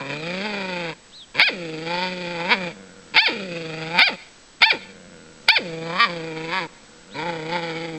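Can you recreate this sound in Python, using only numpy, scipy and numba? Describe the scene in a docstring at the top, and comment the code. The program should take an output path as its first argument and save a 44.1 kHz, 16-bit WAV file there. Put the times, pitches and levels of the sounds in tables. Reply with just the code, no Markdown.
"""Two puppies tug at a toy on a lawn, over soft outdoor air and a small camera's thin whine.
First one growls, its vocal folds pulsing through chest, mouth and throat, while a far bird whistles.
At 1.4 s the growl breaks upward into a yelp; at 2.5 s it swells into a snarl. In the pause after it,
a faint slow growl rattles through a shut mouth, and it returns twice later. Four more yelps come from
3.2 to 5.5 s, then three snarls. The yard echoes weakly, and the hardest pulses overload the recorder."""
import sys
import numpy as np
from scipy import signal
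from scipy.fft import rfft, irfft
from scipy.io import wavfile
from scipy.ndimage import uniform_filter1d
from numba import njit

SR = 44100
rng = np.random.default_rng(int(sys.argv[2]) if len(sys.argv) > 2 else 0)


def store_wav(level_fs):
    """Save 16-bit WAV to argv[1]."""
    pcm = np.round(np.clip(np.atleast_2d(level_fs), -1, 1) * 32767)
    wavfile.write(sys.argv[1], SR, pcm.T.astype(np.int16))


N = 351898
TIME = np.arange(N) / SR

# The plain growl, one list per phrase: time_s, pitch_hz, mouth_db, throat_db
GROWLS = [
    [(0, 141.3, -31.5, -36.5), (.06, 133.7, -39, -36), (.2, 154.9, -44.5, -36), (.31, 179.7, -41, -33),
     (.4, 193.5, -44, -32.5), (.46, 217, -30, -28), (.56, 198, -36, -31), (.9, 161.6, -35.5, -32),
     (.93, 143.1, -39, -37.5)],
    [(1.35, 112, -44, -38.5), (1.56, 159.8, -57, -39), (1.77, 158, -51.5, -39.5), (1.86, 163.4, -42, -35),
     (1.92, 172.7, -29, -30), (2.05, 184.2, -29, -26.5), (2.15, 179.6, -47.5, -34), (2.42, 167.5, -31, -32),
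     (2.6, 186, -39, -34.5), (2.69, 165.1, -38.5, -35.5), (2.715, 149.6, -44, -41)],
    [(3.145, 124.9, -40, -33), (3.45, 158.6, -65, -41), (3.54, 156, -56, -37.5), (3.7, 156, -45, -36.5),
     (3.9, 161, -40, -34), (3.96, 176, -25.5, -30), (4.1, 159.6, -29, -32.5), (4.155, 148.2, -51, -40.5)],
    [(4.612, 190.2, -50, -33), (4.775, 150.1, -43, -41.5)],
    [(5.48, 180, -54, -40), (5.64, 161.5, -51, -41), (5.82, 162.5, -44.5, -44), (5.95, 170.1, -29, -35),
     (6.09, 171.3, -35.5, -34), (6.2, 163, -44, -40), (6.47, 157.9, -43, -37.5), (6.64, 162, -33, -32),
     (6.665, 145.8, -42, -49)],
    [(7.145, 130.4, -44, -41.5), (7.2, 156.1, -31.5, -30.5), (7.27, 174, -30, -35.5),
     (7.42, 157.2, -43, -39), (7.6, 169, -33, -33), (7.75, 161, -42.5, -35.5), (7.85, 169.7, -40, -34.5),
     (7.98, 155, -49, -45)],
]
# How the grip on the toy colours each phrase: roughness (0-1), main_throat_shift_hz
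GRIPS = [(.22, 19.5), (.19, 14.5), (.19, 40), (.3, 31), (.17, -11), (.31, -130)]
# A wider mouth rings higher, and the throat mostly lower: mouth_db, mouth_ring_hz, main_throat_ring_hz
OPENING = [(-58, 857, 2456), (-38, 889, 2378), (-31.5, 895, 2390), (-18.5, 915, 2310)]
# The high notes at which throat and muzzle ring: ring_hz, width_hz, gain_db
THROAT_RINGS = [(3083, 840, -10), (4473, 560, -14.5)]
# How much those high notes are turned up or down: time_s, gain_db
BRIGHTNESS = [(0, -8.5), (.5, 2), (.9, -8), (1.6, -2), (1.95, 8), (2.55, -6.5), (3.5, 1), (4.1, -2.5),
              (4.6, -3), (5.8, -1.5), (6.12, 6), (6.4, -9), (6.57, -2), (7.25, -4), (7.6, -1), (7.98, 0)]
# The tone colour of outdoor air and microphone hiss: frequency_hz, relative_level_db
AIR_COLOUR = [(20, -72.5), (50, -83), (110, -84.5), (200, -79.5), (500, -84), (800, -87), (1300, -86.5),
              (1600, -85.5), (2300, -90), (4000, -88), (8000, -93.5)]
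# The camera's thin whine: pitch_hz, level_db
WHINE = [(7852, -61), (7882, -73)]
# One arched bird whistle: age_s, pitch_hz, relative_level_db
WHISTLE = [(0, 2700, -14), (.022, 3700, -4), (.045, 4170, -2), (.075, 3900, -2), (.105, 3400, 0),
           (.13, 3080, -7)]
# Each time the bird calls: start_s, level_db
BIRD_CALLS = [(.145, -43), (1.118, -41), (4.725, -48), (5.805, -47), (7.105, -42)]
# Yelps: burst_s, wind_up_s, burst_throat_db, tone_start_s, tone_end_s, aimed_pitch_hz, tone_gain_db,
# collapse_gain_db, sink_back_s
YELPS = [ (1.397, .034, -13, 1.417, 1.484, 844, -1.5, 0, .05),
         (3.164, .024, -13, 3.179, 3.273, 900, 0, 0, .12),
         (3.989, .016, -12, 4.018, 4.080, 814.6, -1, -3.5, .035),
         (4.620, .005, -13.5, 4.629, 4.715, 931.4, 1.5, 0, .06),
         (5.486, .0016, -16, 5.487, 5.574, 925, 1.5, 2.5, 0.034), ]
# The rough voice just before a yelp's clear tone: pitch_hz, roughness (0-1), chest_db, mouth_db
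BURST = (245, 0.63, -30, -25.5)
# The tone's loudness as its overtones slide past the ringing notes: aimed_pitch_hz, mouth_db, throat_db
TONE_LEVELS = [(699, -21, -10), (747, -26, -9.5), (786, -41, -10.5), (848.6, -47, -15.5), (901, -23.5, -20)]
# The rough voice just after the tone: pitch_hz, roughness (0-1), chest_db, mouth_db, throat_db
COLLAPSE = (285, 0.93, -25.5, -28, -20.5)
# Snarls: start_s, rise_s, hold_s, mouth_ring_hz, pitch_hz, roughness (0-1), chest_db, mouth_db, throat_db
SNARLS = [ (2.516, 0.025, .016, 928.6, 246, 0.32, -27, -19.5, -13),
          (6.002, .024, .044, 1200, 234.7, .1, -37, -19.5, -16.5),
          (6.54, .035, 0.054, 1052, 186.9, 0.14, -34, -25, -24.5),
          (7.535, 0.022, 0.02966, 876.7, 175, 0.24, -28.5, -25.5, -27), ]
# The faint growl, one list per phrase: time_s, pulse_rate_hz, level_db
FAINT_GROWLS = [
    [(2.71, 109.2, -44), (2.8, 95.5, -41.5), (2.95, 85.9, -46), (3.13, 80.7, -48)],
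    [(4.77, 99.85, -43), (4.95, 96.05, -45), (5.15, 88.2, -44), (5.3, 80.13, -47.5), (5.47, 67.97, -48.5)],
    [(6.68, 89.6, -54), (6.85, 65.36, -51.5), (7.0, 80.6, -51), (7.15, 105.1, -42)],
]
# The notes at which a shut muzzle rings: ring_hz, width_hz, gain_db
MUZZLE_RINGS = [(209, 41, 2.5), (297, 16, -8), (477, 26, -4), (1404, 130, -13), (2080, 250, -25.5)]


def undb(db):
    """Turn decibels into a number to multiply by."""
    return 10 ** (np.asarray(db) / 20)


def smooth(x, seconds):
    """Round off quick changes by averaging twice."""
    size = max(int(seconds * SR), 1)
    return uniform_filter1d(uniform_filter1d(x, size), size)


def steady(x, seconds=0.01):
    """Even out a sound so its average strength stays near 1."""
    return x / np.sqrt(np.abs(smooth(x * x, seconds)) + 1e-6 * np.mean(x * x))


def wander(rate_hz):
    """A smooth random curve, typically about 1 away from zero."""
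    x = smooth(rng.standard_normal(N), 1 / rate_hz)
    return x / x.std()


def keep(x, hz, side, order=4):
    """Keep the "low" or "high" side of a frequency; a higher order cuts more sharply."""
    return signal.sosfilt(signal.butter(order, min(hz, .45 * SR), side, fs=SR, output="sos"), x)


@njit
def moving_band(x, hz, width):
    """Let through one band of frequencies, whose centre may move."""
    out, band, low = np.empty(len(x)), 0., 0.
    for i in range(len(x)):
        tuning, damping = np.tan(np.pi * hz[i] / SR), width / hz[i]
        now = (band + tuning * (x[i] + 1e-18 - low)) / (1 + tuning * (tuning + damping))
        band, low = 2 * now - band, low + 2 * tuning * now
        out[i] = damping * now
    return out


def ring(x, hz, width):
    """Ring at one note, like the air in a hollow space."""
    return moving_band(x, hz + np.zeros(N), float(width))


def swell(start, end, rise, fall):
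    """A curve that grows to 1, holds from start to end, then dies away."""
    away = np.maximum(start - TIME, 0) / rise + np.maximum(TIME - end, 0) / fall
    return np.exp(-np.minimum(away, 20))


def blend(voice, goal, share):
    """Pull each curve a share of the way to its goal."""
    return [now + share * (to - now) for now, to in zip(voice, goal)]


def phrase_curves(phrases, fade_s):
    """An on/off curve for the phrases, then one curve for each column after time."""
    times, *columns = np.vstack(phrases).T
    on = sum((TIME > p[0][0] - fade_s) & (TIME < p[-1][0] + fade_s) for p in phrases)
    return [smooth(np.minimum(on, 1.), fade_s)] + [np.interp(TIME, times, c) for c in columns]


def per_phrase(values):
    """Hold one value through each growl phrase."""
    edges = [point[0] for phrase in GROWLS for point in (phrase[0], phrase[-1])]
    return np.interp(TIME, edges, np.repeat(values, 2))


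def slackness(hz, below_hz=156.57, range_hz=18.04):
    """How loose the vocal folds hang at a low pitch, from 0 to 1."""
    return np.clip((below_hz - hz) / range_hz, 0, 1)


def growl():
    """The plain growl's curves: slack folds make it rougher, and higher pitch makes the chest hum more."""
    on, hz, mouth_db, throat_db = phrase_curves(GROWLS, fade_s=.005)
    rough = per_phrase([rough for rough, _ in GRIPS]) + 0.1285 * slackness(hz)
    edge_fade_db = 16 * (1 - smooth(on, .035))
    chest_db = -31 + 7.5 * np.log2(hz / 171) - edge_fade_db
    return on, [hz, rough, chest_db, mouth_db, throat_db]


@njit
def vocal_folds(hz, timing_spread, size_spread, chance):
    """The folds snap shut again and again; each pulse has its own timing and strength."""
    pulses, phase = np.zeros(len(hz) + 16), np.zeros(len(hz))
    progress, cycle = 0., 0
    for i in range(8, len(hz)):
        step = hz[i] / SR * np.exp(timing_spread[i] * chance[cycle, 0])
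        progress += step
        if progress >= 1:
            progress, cycle = progress - 1, cycle + 1
            size = np.exp(size_spread[i] * chance[cycle, 1])
            for j in range(-7, 8):  # spread the pulse so it can land between samples
                angle = np.pi * (j + progress / step + 1e-9)
                pulses[i + j] += size * np.sin(angle) / angle * np.cos(angle / 16) ** 2
        phase[i] = progress
    return pulses[:len(hz)], phase


def voice_box(hz, rough, effort):
    """Pulses with a rush of air after each one, as a cleaner mix and a raspier mix."""
    timing_spread = .005 * np.minimum(.15 + 5 * rough, 1) + .14 * rough ** 2
    size_spread = .07 * np.minimum(.2 + 5 * rough, 1) + 0.19 * rough
    chance = rng.standard_normal((N // 40, 2))
    pulses, phase = vocal_folds(smooth(hz, 0.0013), timing_spread, size_spread, chance)
    cycles = np.unwrap(phase, period=1)
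    pulses = steady(pulses * (1 + 0.014 * np.cos(np.pi * cycles)))  # strong and weak take turns
    rush = steady(rng.standard_normal(N) * (np.exp(-phase / .4) + .2))
    rasp = 0.42 * (1 - .92 * effort) * np.minimum(6 * rough, 1.3)
    breath = np.sqrt(rasp) * rush
    return pulses + 0.41 * breath, np.sqrt(1 - rasp) * pulses + breath


def upper_throat(source, mouth_hz, main_hz, bright_db, effort, strain):
    """The throat rings at one strong note among weaker ones; the nose swallows narrow bands."""
    top = sum(undb(db + bright_db + 6 * strain) * ring(source, hz, w) for hz, w, db in THROAT_RINGS)
    out = ring(source, main_hz, 170) + top
    out += undb(-8 + 0.71 * effort - 20 * strain) * ring(source, 1.605 * mouth_hz, 410)
    out += undb(-10.5 + 2.2 * effort) * ring(source, 2053, 470)
    out -= .8 * ring(out, 1.223 * main_hz, 340)
    out -= .4 * ring(out, 4150, 300)
    out -= 0.34 * (1 - effort) * ring(out, 1.27 * mouth_hz, 200)
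    return keep(out, 1285, "high", order=3)


def voice_curves(jolt_db=4, jolt_s=.006, hard_snarl_s=6.002):
    """Yelps and snarls take over from the growl; the ringing notes follow the opening of the mouth."""
    on, voice = growl()  # voice holds pitch, roughness, then chest, mouth and throat levels
    for row in YELPS:
        voice = yelp(voice, *row)
    hz, _, _, mouth_db, _ = voice
    opening_db, *notes = np.transpose(OPENING)
    mouth_hz, main_hz = (smooth(np.interp(mouth_db, opening_db, note), 0.048) for note in notes)
    rings = [main_hz, mouth_hz + 123 * slackness(hz)]  # the jaw hangs wider in a slack growl
    for row in SNARLS:
        rings, voice = snarl(rings, voice, *row)
    main_hz, mouth_hz = rings
    main_hz = main_hz + per_phrase([shift for _, shift in GRIPS])
    hz, rough, chest_db, mouth_db, throat_db = voice
    # the voice jumps briefly in level at each yelp and at the hardest snarl
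    jolt_times = [hard_snarl_s] + [row[0] for row in YELPS]
    jolt = jolt_db * sum(swell(at, at, jolt_s, jolt_s) * (TIME >= at) for at in jolt_times)
    return on, main_hz, mouth_hz, hz, rough, chest_db, mouth_db + jolt, throat_db + jolt


def loud_puppy(flap_hz=25, flap_db=2.5, waver_db=1.5):
    """Growls, snarls and yelps from one throat; pushing harder makes the pulses crisp."""
    on, main_hz, mouth_hz, hz, rough, chest_db, mouth_db, throat_db = voice_curves()
    bright_db = np.interp(TIME, *np.transpose(BRIGHTNESS))
    effort = np.interp(throat_db, [-36, -17], [0, 1])
    strain = np.interp(hz, [300, 700], [0, 1])  # 1 in the high yelping voice
    # loose tissue flaps in a soft growl and shakes both pitch and level
    flap = np.sin(2 * np.pi * np.cumsum(flap_hz * (1 + 0.1979 * wander(15))) / SR)
    hz = hz * (1 + (.009 * flap + .008 * wander(25)) * (1 - effort))
    flutter_db = (flap_db * flap + waver_db * wander(37)) * (1 - effort)
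    clean, raspy = voice_box(hz, np.clip(rough, 0, 1), effort)
    # the low hum comes through chest and nose even when the mouth is shut on the toy
    chest = ring(clean, 189, 157) - ring(clean, 335, 110) + undb(-1.5) * ring(clean, 493.4, 77.3)
    chest = keep(keep(chest, 140, "high"), 695, "low", order=6)
    mouth = keep(keep(ring(clean, mouth_hz, 84), 472, "high"), 2070, "low", order=3)
    mouth -= 0.84 * (1 - effort) * ring(mouth, 1.162 * mouth_hz, 300)  # the nose swallows this band
    throat = upper_throat(raspy + yelp_cracks(), mouth_hz, main_hz, bright_db, effort, strain)
    sizzle = keep(ring(raspy, 6700, 1000), 4400, "high", order=6)
    return -on * (steady(chest) * undb(chest_db + .5 * flutter_db)
                  + steady(mouth) * undb(mouth_db + flutter_db)
                  + keep(steady(throat), 4908, "low", order=20) * undb(throat_db + flutter_db)
                  + steady(sizzle) * undb(-45 + 0.38 * throat_db - 4.9 * strain + flutter_db))


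def ground_bounce(x, delay_s=0.001927, strength=0.33):
    """A slightly late copy off the lawn colours the sound, and shifts as the heads move."""
    lag_s = delay_s * (1 + .12 * wander(3))
    return x + strength * np.interp(TIME - lag_s, TIME, x)


def background(air_db=-48):
    """Outdoor air, microphone hiss and the camera's whine."""
    hz, db = np.transpose(AIR_COLOUR)
    colour = undb(np.interp(np.log(np.fft.rfftfreq(N, 1 / SR) + 1), np.log(hz), db))
    air = irfft(rfft(rng.standard_normal(N)) * colour, N)
    whine = sum(np.sqrt(2) * undb(level) * np.sin(2 * np.pi * pitch * TIME) for pitch, level in WHINE)
    return air / air.std() * undb(air_db + .5 * wander(5)) + whine


def yard_echo(x):
    """Sound scatters back from the garden, then a smeared echo returns from a wall."""
    age = TIME[:SR]
    garden, wall = (.012, -24, 0.62), (.185, -31, 0.16)
    echoes = 0
    for delay_s, level_db, fade_s in (garden, wall):
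        fade = (age > delay_s) * np.exp(-np.log(1000) * np.abs(age - delay_s) / fade_s)
        tail = rng.standard_normal(SR) * fade
        echoes = echoes + undb(level_db) * tail / np.linalg.norm(tail)
    return signal.fftconvolve(keep(x, 230, "high", order=2), echoes)[:N]


def bird(upper_ratio=1.12):
    """A whistle that rises and falls, with a weaker second voice just above it."""
    times, hz, db = np.transpose(WHISTLE)
    out = np.zeros(N)
    for start_s, call_db in BIRD_CALLS:
        age = TIME - start_s
        quiver = 1 + .016 * wander(1200)
        pitch_hz = smooth(np.interp(age, times, hz), 0.011) * quiver
        phase = 2 * np.pi * np.cumsum(pitch_hz) / SR
        on = (age > 0) * (age < times[-1])
        loudness = smooth(undb(np.interp(age, times, db) + call_db) * on, 0.0054)
        out += np.sqrt(2) * loudness * (np.sin(phase) + .3 * np.sin(upper_ratio * phase))
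    return out


def yelp(voice, burst_s, wind_up_s, burst_db, start_s, end_s, top_hz, tone_db, collapse_db, sink_s,
         break_hz=701.3, lock_hz=891, sag_db=5):
    """The growl winds up, bursts, breaks into a clear arching tone, collapses and sinks back."""
    # loudness rises before the pitch does, and falls back before it too
    push = swell(burst_s, end_s, wind_up_s, wind_up_s) * np.where(TIME < burst_s, .84, 1) * (TIME < end_s)
    voice = blend(voice[:2], BURST[:2], push ** 2) + blend(voice[2:], (*BURST[2:], burst_db), push)
    sink = swell(end_s, end_s, sink_s, sink_s) * (TIME >= end_s)
    collapse_levels = np.add(COLLAPSE[2:], collapse_db)
    voice = blend(voice[:2], COLLAPSE[:2], sink) + blend(voice[2:], collapse_levels, sink ** 1.7)
    along = np.clip((TIME - start_s) / (end_s - start_s), 0, 1)
    aim_hz = break_hz + (top_hz - break_hz) * np.sin(np.pi * along ** 1.2)
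    hz, *levels = np.transpose(TONE_LEVELS)
    mouth_db, throat_db = (np.interp(aim_hz, hz, db) + tone_db - sag_db * along for db in levels)
    tone_hz = np.minimum(aim_hz, lock_hz)  # a high tone locks onto the mouth's ringing note
    pitch = blend(voice[:1], [tone_hz], swell(start_s, end_s, rise=.007, fall=.015))
    clear = (0.031, -61, mouth_db, throat_db)  # hardly any roughness or chest hum
    return pitch + blend(voice[1:], clear, swell(start_s, end_s, rise=.005, fall=.005))


def yelp_cracks(strength=9):
    """The folds slam shut once as each yelp bursts out."""
    return np.bincount([int(row[0] * SR) for row in YELPS], minlength=N) * strength


def snarl(rings, voice, start_s, rise_s, hold_s, mouth_hz, *goal, fall_s=.018, jaw_slowness=2.3):
    """The growl swells while the jaw, moving more slowly, opens and closes."""
    jaw = swell(start_s, start_s + hold_s, jaw_slowness * rise_s, jaw_slowness * fall_s)
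    push = swell(start_s, start_s + hold_s, rise_s, fall_s)
    open_throat_hz = OPENING[-1][2]
    return blend(rings, (open_throat_hz, mouth_hz), jaw), blend(voice, goal, push)


def faint_growl(timing_spread=.08, size_spread=.2):
    """Slow, separate pulses make a shut muzzle ring."""
    on, hz, level_db = phrase_curves(FAINT_GROWLS, fade_s=0.014)
    chance = rng.standard_normal((N // 40, 2))
    pulses, _ = vocal_folds(hz, np.full(N, timing_spread), np.full(N, size_spread), chance)
    muzzle = sum(undb(db) * ring(pulses, note, width) for note, width, db in MUZZLE_RINGS)
    muzzle = keep(keep(muzzle, 72, "high"), 2600, "low")
    return -on * undb(level_db) * steady(muzzle, 0.14)


def cut_treble(x, hz):
    """Very sharply remove the sound above a frequency."""
    return signal.sosfilt(signal.ellip(8, .3, 65, hz, fs=SR, output="sos"), x)


def scene():
    """Both puppies and the bird, with their echo and the background, in one channel."""
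    voices = ground_bounce(loud_puppy() + faint_growl()) + bird()
    return (voices + yard_echo(voices) + background())[None]


def record(dry):
    """The recorder loses the high treble and flattens peaks that are too loud for it."""
    clipped = np.clip(cut_treble(dry, hz=8200), -1, 1)
    return cut_treble(clipped, hz=15800)


dry = scene()
out = record(dry)
store_wav(out)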